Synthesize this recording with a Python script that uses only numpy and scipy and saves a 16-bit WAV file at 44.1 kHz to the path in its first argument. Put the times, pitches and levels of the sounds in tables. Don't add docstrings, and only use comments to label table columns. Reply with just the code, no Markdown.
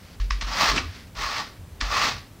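import sys
import numpy as np
from scipy import signal
from scipy.fft import rfft, irfft
from scipy.io import wavfile
from scipy.ndimage import uniform_filter1d

SR = 44100
rng = np.random.default_rng(int(sys.argv[2]) if len(sys.argv) > 2 else 0)


def unload_audio(sound):
    columns = np.transpose(np.atleast_2d(sound))
    steps = np.round(np.clip(columns, -1, 1) * 32767)
    wavfile.write(sys.argv[1], SR, steps.astype(np.int16))


N = 105840

# pitch_hz, level_db (per Hz)
HISS_SPECTRUM = [(100, -4), (500, 3.5), (2000, -11.5), (8000, -0.5), (16000, 2.5)]
# pitch_hz, level_db (per Hz)
AIR_SPECTRUM = [(53, -34), (90, -16.5), (142, -13.5), (162, -14), (239, -17.5), (352, -23.5), (419, -24.5),
                (467, -25), (16000, -47)]
# time_s, level_db
BOOM_LEVEL = [(0.0, -51), (0.15, -54.5), (0.19, -44.5), (0.61, -69), (0.75, -43), (0.77, -35),
              (0.91, -40.5), (1.09, -56), (1.14, -47.5), (1.57, -60), (1.6, -40), (2.02, -52), (2.19, -36),
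              (2.25, -66), (2.31, -46.5), (2.4, -66)]
# time_s, level_db
RUMBLE_LEVEL = [(0, -53), (.5, -44), (.8, -43), (1, -53), (1.3, -46.5), (1.7, -52.5), (2, -42.5),
                (2.18, -44), (2.25, -50), (2.4, -58)]
# pitch_hz, t60_s
ROOM_DECAY = [(200, 0.41), (1000, 0.25), (4000, 0.35), (7000, 0.1), (11000, 0.39)]
# start_s, level_db, pitch_hz
LANDINGS = [(.199, -12.5, 45), (0.305, -14, 45.8), (.427, -17, 44.9), (0.688, -21, 44.7),
            (1.171, -29.5, 44.8), (1.225, -27.5, 46.6), (1.817, -17, 45.8), (2.051, -34, 49)]
# peak_s, crunch_db, build_s, fall_s, settling_db, board_db,
# ping_hz (a wire), ping_db
TOOTH_MESHES = [(0.202, -41.5, 0.0042, 0.0017, -42, -58, 3100, -66),
                (0.31, -26, 0.0076, 0.00071, -34.5, -39.5, 5250, -49),
                (0.414, -35.5, 0.0059, 0.0092, -35, -52.5, 2750, -72),
                (.535, -26.5, 0.0036, 0.0028, -52, -63, 5140, -50),
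                (.763, -31, 0.004, 0.0046, -39.5, -71, 7740, -55),
                (0.783, -46, 0.011, 0.0022, -37.5, -64, 2700, -35.5),
                (1.162, -53, 0.0069, .003, -45.5, -63, 4070, -78),
                (1.365, -26, 0.0019, 0.0011, -53, -65, 1900, -43.5),
                (1.814, -26.5, 0.013, 0.0033, -34, -45, 1900, -53.5)]
# time_s, level_db
WOOL_BRUSH = [
    [(0, -57), (.08, -53.5), (.16, -55)],
    [(.88, -51), (.96, -45), (1.03, -51.5), (1.1, -63)],
]
# time_s, scrape_db (teeth), board_db (ring), sizzle_db (fine treble),
# rumble_db (low board), hollow_db (body under the ring)
DRAWN_STROKES = [
    [(0.42, -33.5, -43, -68, -46, -35), (0.452, -49.5, -44, -72, -56, -59),
     (0.474, -36.5, -43, -64, -48, -45.5), (0.542, -31.5, -40, -58, -47.5, -38.5),
     (0.62, -19.5, -26.5, -45, -34, -26), (0.704, -22, -27, -49, -40.5, -33),
     (0.748, -32.5, -43, -76, -30, -40.5), (0.784, -23.5, -46, -68, -32, -40),
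     (0.806, -40.5, -36, -74, -43, -41), (0.852, -48, -47.5, -78, -45.5, -60),
     (0.9, -65, -74, -69, -67, -60)],
    [(1.15, -46.5, -68, -81, -68, -61), (1.176, -37, -37.5, -64, -48.5, -37),
     (1.21, -31, -37.5, -56, -47, -44.5), (1.278, -29.5, -30, -57, -49, -42),
     (1.304, -32.5, -37.5, -58, -53, -38.5), (1.386, -29, -38.5, -58, -46.5, -40),
     (1.408, -32.5, -36, -60, -46, -40), (1.434, -38.5, -54, -63, -47, -43.5),
     (1.45, -39.5, -46, -73, -50, -53), (1.556, -59, -70, -77, -70, -71), (1.58, -58, -66, -72, -63, -75)],
    [(1.82, -33, -35, -61, -34.5, -41), (1.846, -35.5, -39, -64, -55, -40),
     (1.894, -35, -38.5, -61, -65, -45), (1.924, -27, -28, -54.5, -44, -31.5),
     (2.062, -23, -30.5, -49.5, -42, -36.5), (2.078, -23.5, -33.5, -50, -36.5, -35),
     (2.156, -40, -51, -75, -61, -51.5), (2.18, -41.5, -57, -73, -57, -54),
     (2.212, -50, -61, -80, -77, -69), (2.276, -60, -78, -80, -57, -83), (2.3, -66, -79, -79, -57, -69)],
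]
# pitch_hz, level_db (per Hz)
TEETH_SPECTRUM = [(400, -8), (600, -12), (900, -10), (1500, -3), (1900, -3), (3000, -6.5), (4000, -6.5),
                  (4900, -5.5), (6000, -11), (7000, -18.5), (8500, -26.5), (10500, -42), (13000, -58)]
# pitch_hz, level_db (per Hz)
SIZZLE_SPECTRUM = [(8500, -12), (10000, 1), (11000, -6), (12300, 3), (14800, 6.5), (16000, 4)]
# pitch_hz, width_hz (of one pass), level_db
BOARD_MODES = [(1121, 320, 3.5), (1814, 550, -6.5), (2546, 330, -13.5), (4160, 300, -18.5)]
# pitch_hz, width_hz, level_db
LOW_BOARD_MODES = [(135, 19, -0.5), (198, 23, -4), (252.5, 85, 3), (287, 36, -12.5)]
# pitch_hz, width_hz (of one pass), level_db
HOLLOW_MODES = [(631.4, 513, -4.5), (878, 333, -0.5), (1337, 230, -6)]

HISS_DB, AIR_DB, ROOM_DB = -64.5, -49.5, -10.5
EDGE_HZ = 15800
BOOM_HZ, BOOM_WIDTH_HZ = 82.8, 28.4
RUMBLE_HZ, RUMBLE_WIDTH_HZ = 43.5, 39
THUMP_RISE_S, THUMP_T60_S = 0.012, 0.36
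SLIPS_PER_S, SLIP_SPREAD_DB, CLUMP_DB = 6000, 0.5, -1
MESH_LOW_HZ, SETTLE_S, PING_WIDTH_HZ = 1530, 0.046, 880
KNOCK_WIDTH_RATIO, KNOCK_LEAD_S = 0.61, 0.003
MESH_BEFORE, MESH_AFTER = 1024, 7168


def amp(db):
    return 10 ** (np.asarray(db) / 20)


def evened(x):
    return x / np.sqrt(np.mean(x ** 2) + 1e-20)


def colour(x, points):
    point_hz, point_db = np.transpose(points)
    bin_hz = np.fft.rfftfreq(len(x), 1 / SR)
    bin_db = np.interp(np.log(bin_hz + 1), np.log(point_hz + 1), point_db,
                       left=point_db[0] - 20, right=point_db[-1] - 20)
    return irfft(rfft(x) * amp(bin_db), len(x))


def ring(x, modes):
    out = np.zeros(len(x))
    for pitch_hz, width_hz, level_db in modes:
        radius = np.exp(-np.pi * width_hz / SR)
        poles = [1, -2 * radius * np.cos(2 * np.pi * pitch_hz / SR), radius * radius]
        out += amp(level_db) * evened(signal.lfilter([1, 0, -1], poles, x))
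    return out


def ring_twice(x, modes):
    return evened(sum(ring(ring(x, [mode]), [mode]) for mode in modes))


def level(tables, column):
    t, out = np.arange(N) / SR, np.zeros(N)
    for rows in map(np.array, tables):
        out += amp(np.interp(t, rows[:, 0], rows[:, column], left=-120, right=-120))
    return uniform_filter1d(out, size=200)


def room_air():
    return amp(AIR_DB) * evened(colour(rng.standard_normal(N), AIR_SPECTRUM))


def boom():
    noise = rng.standard_normal((2, N))
    boom_band = ring_twice(noise[0], [(BOOM_HZ, BOOM_WIDTH_HZ, 0)])
    rumble_band = ring_twice(noise[1], [(RUMBLE_HZ, RUMBLE_WIDTH_HZ, 0)])
    return level([BOOM_LEVEL], column=1) * boom_band + level([RUMBLE_LEVEL], column=1) * rumble_band


def room_tail(x):
    taps = np.zeros(SR // 2)
    at = np.arange(200, len(taps) - 20, 20)
    taps[at + rng.integers(0, 20, len(at))] = rng.choice([-1., 1.], len(at))
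    hz, t, bands = signal.stft(taps, SR, nperseg=256)
    t60 = np.interp(hz, *np.transpose(ROOM_DECAY))
    tail = signal.istft(bands * amp(-60 * t / t60[:, None]), SR, nperseg=256)[1]
    return signal.fftconvolve(x, tail / np.linalg.norm(tail))[:N]


def thumps():
    out = np.zeros(N)
    for start_s, level_db, pitch_hz in LANDINGS:
        t = np.maximum(np.arange(N) / SR - start_s, 0)
        decay = amp(level_db - 60 * t / THUMP_T60_S)
        rise = 1 - np.exp(-t / THUMP_RISE_S)
        out += decay * rise * np.sin(2 * np.pi * pitch_hz * t)
    return out


def slips():
    spread = np.minimum(rng.exponential(1, N), 4)
    size = amp(SLIP_SPREAD_DB * spread) * rng.choice([-1., 1.], N)
    clumps = evened(uniform_filter1d(rng.standard_normal(N), size=300))
    lets_go = rng.random(N) < SLIPS_PER_S / SR
    return size * lets_go * amp(CLUMP_DB * clumps)


def meshes():
    clicks = slips()
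    high_pass = signal.butter(3, MESH_LOW_HZ, "high", fs=SR)
    thin = signal.lfilter(*high_pass, colour(clicks, TEETH_SPECTRUM))
    struck_modes = [(hz, width * KNOCK_WIDTH_RATIO, db) for hz, width, db in BOARD_MODES]
    out, t = np.zeros(N), np.arange(-MESH_BEFORE, MESH_AFTER) / SR
    after = np.maximum(t, 0)
    knock = np.diff(t > -KNOCK_LEAD_S, prepend=False) * 1.
    for peak_s, crunch_db, build_s, fall_s, settling_db, board_db, ping_hz, ping_db in TOOTH_MESHES:
        peak = round(peak_s * SR)
        at = slice(peak - MESH_BEFORE, peak + MESH_AFTER)
        build = np.exp(-(np.minimum(t, 0) / build_s * 2) ** 2)
        crunch = build * np.exp(-after / fall_s)
        settling = build * np.exp(-after / SETTLE_S)
        out[at] += (amp(crunch_db) * crunch + amp(settling_db) * settling) * evened(thin[at])
        out[at] += amp(board_db) * ring_twice(knock, struck_modes)
        out[at] += amp(ping_db) * ring_twice(crunch * clicks[at], [(ping_hz, PING_WIDTH_HZ, 0)])
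    return out


def strokes():
    clicks = slips()
    scrape_gain = level(DRAWN_STROKES, column=1) + level(WOOL_BRUSH, column=1)
    scrape = scrape_gain * evened(colour(clicks, TEETH_SPECTRUM))
    board = level(DRAWN_STROKES, column=2) * ring_twice(clicks, BOARD_MODES)
    sizzle = level(DRAWN_STROKES, column=3) * evened(colour(clicks, SIZZLE_SPECTRUM))
    low_board = level(DRAWN_STROKES, column=4) * evened(ring(clicks, LOW_BOARD_MODES))
    hollow = level(DRAWN_STROKES, column=5) * ring_twice(clicks, HOLLOW_MODES)
    return scrape + board + sizzle + low_board + hollow


def scene():
    carders = strokes() + meshes()
    mid = carders + amp(ROOM_DB) * room_tail(carders) + thumps() + boom() + room_air()
    return np.array([mid, mid])


def record(dry):
    noise = rng.standard_normal((2, N))
    hiss = amp(HISS_DB) * np.array([evened(colour(channel, HISS_SPECTRUM)) for channel in noise])
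    low_pass = signal.firwin(1023, EDGE_HZ, window=("kaiser", 9), fs=SR)
    return signal.oaconvolve(dry + hiss, low_pass[None], "same")


dry = scene()
out = record(dry)
unload_audio(out)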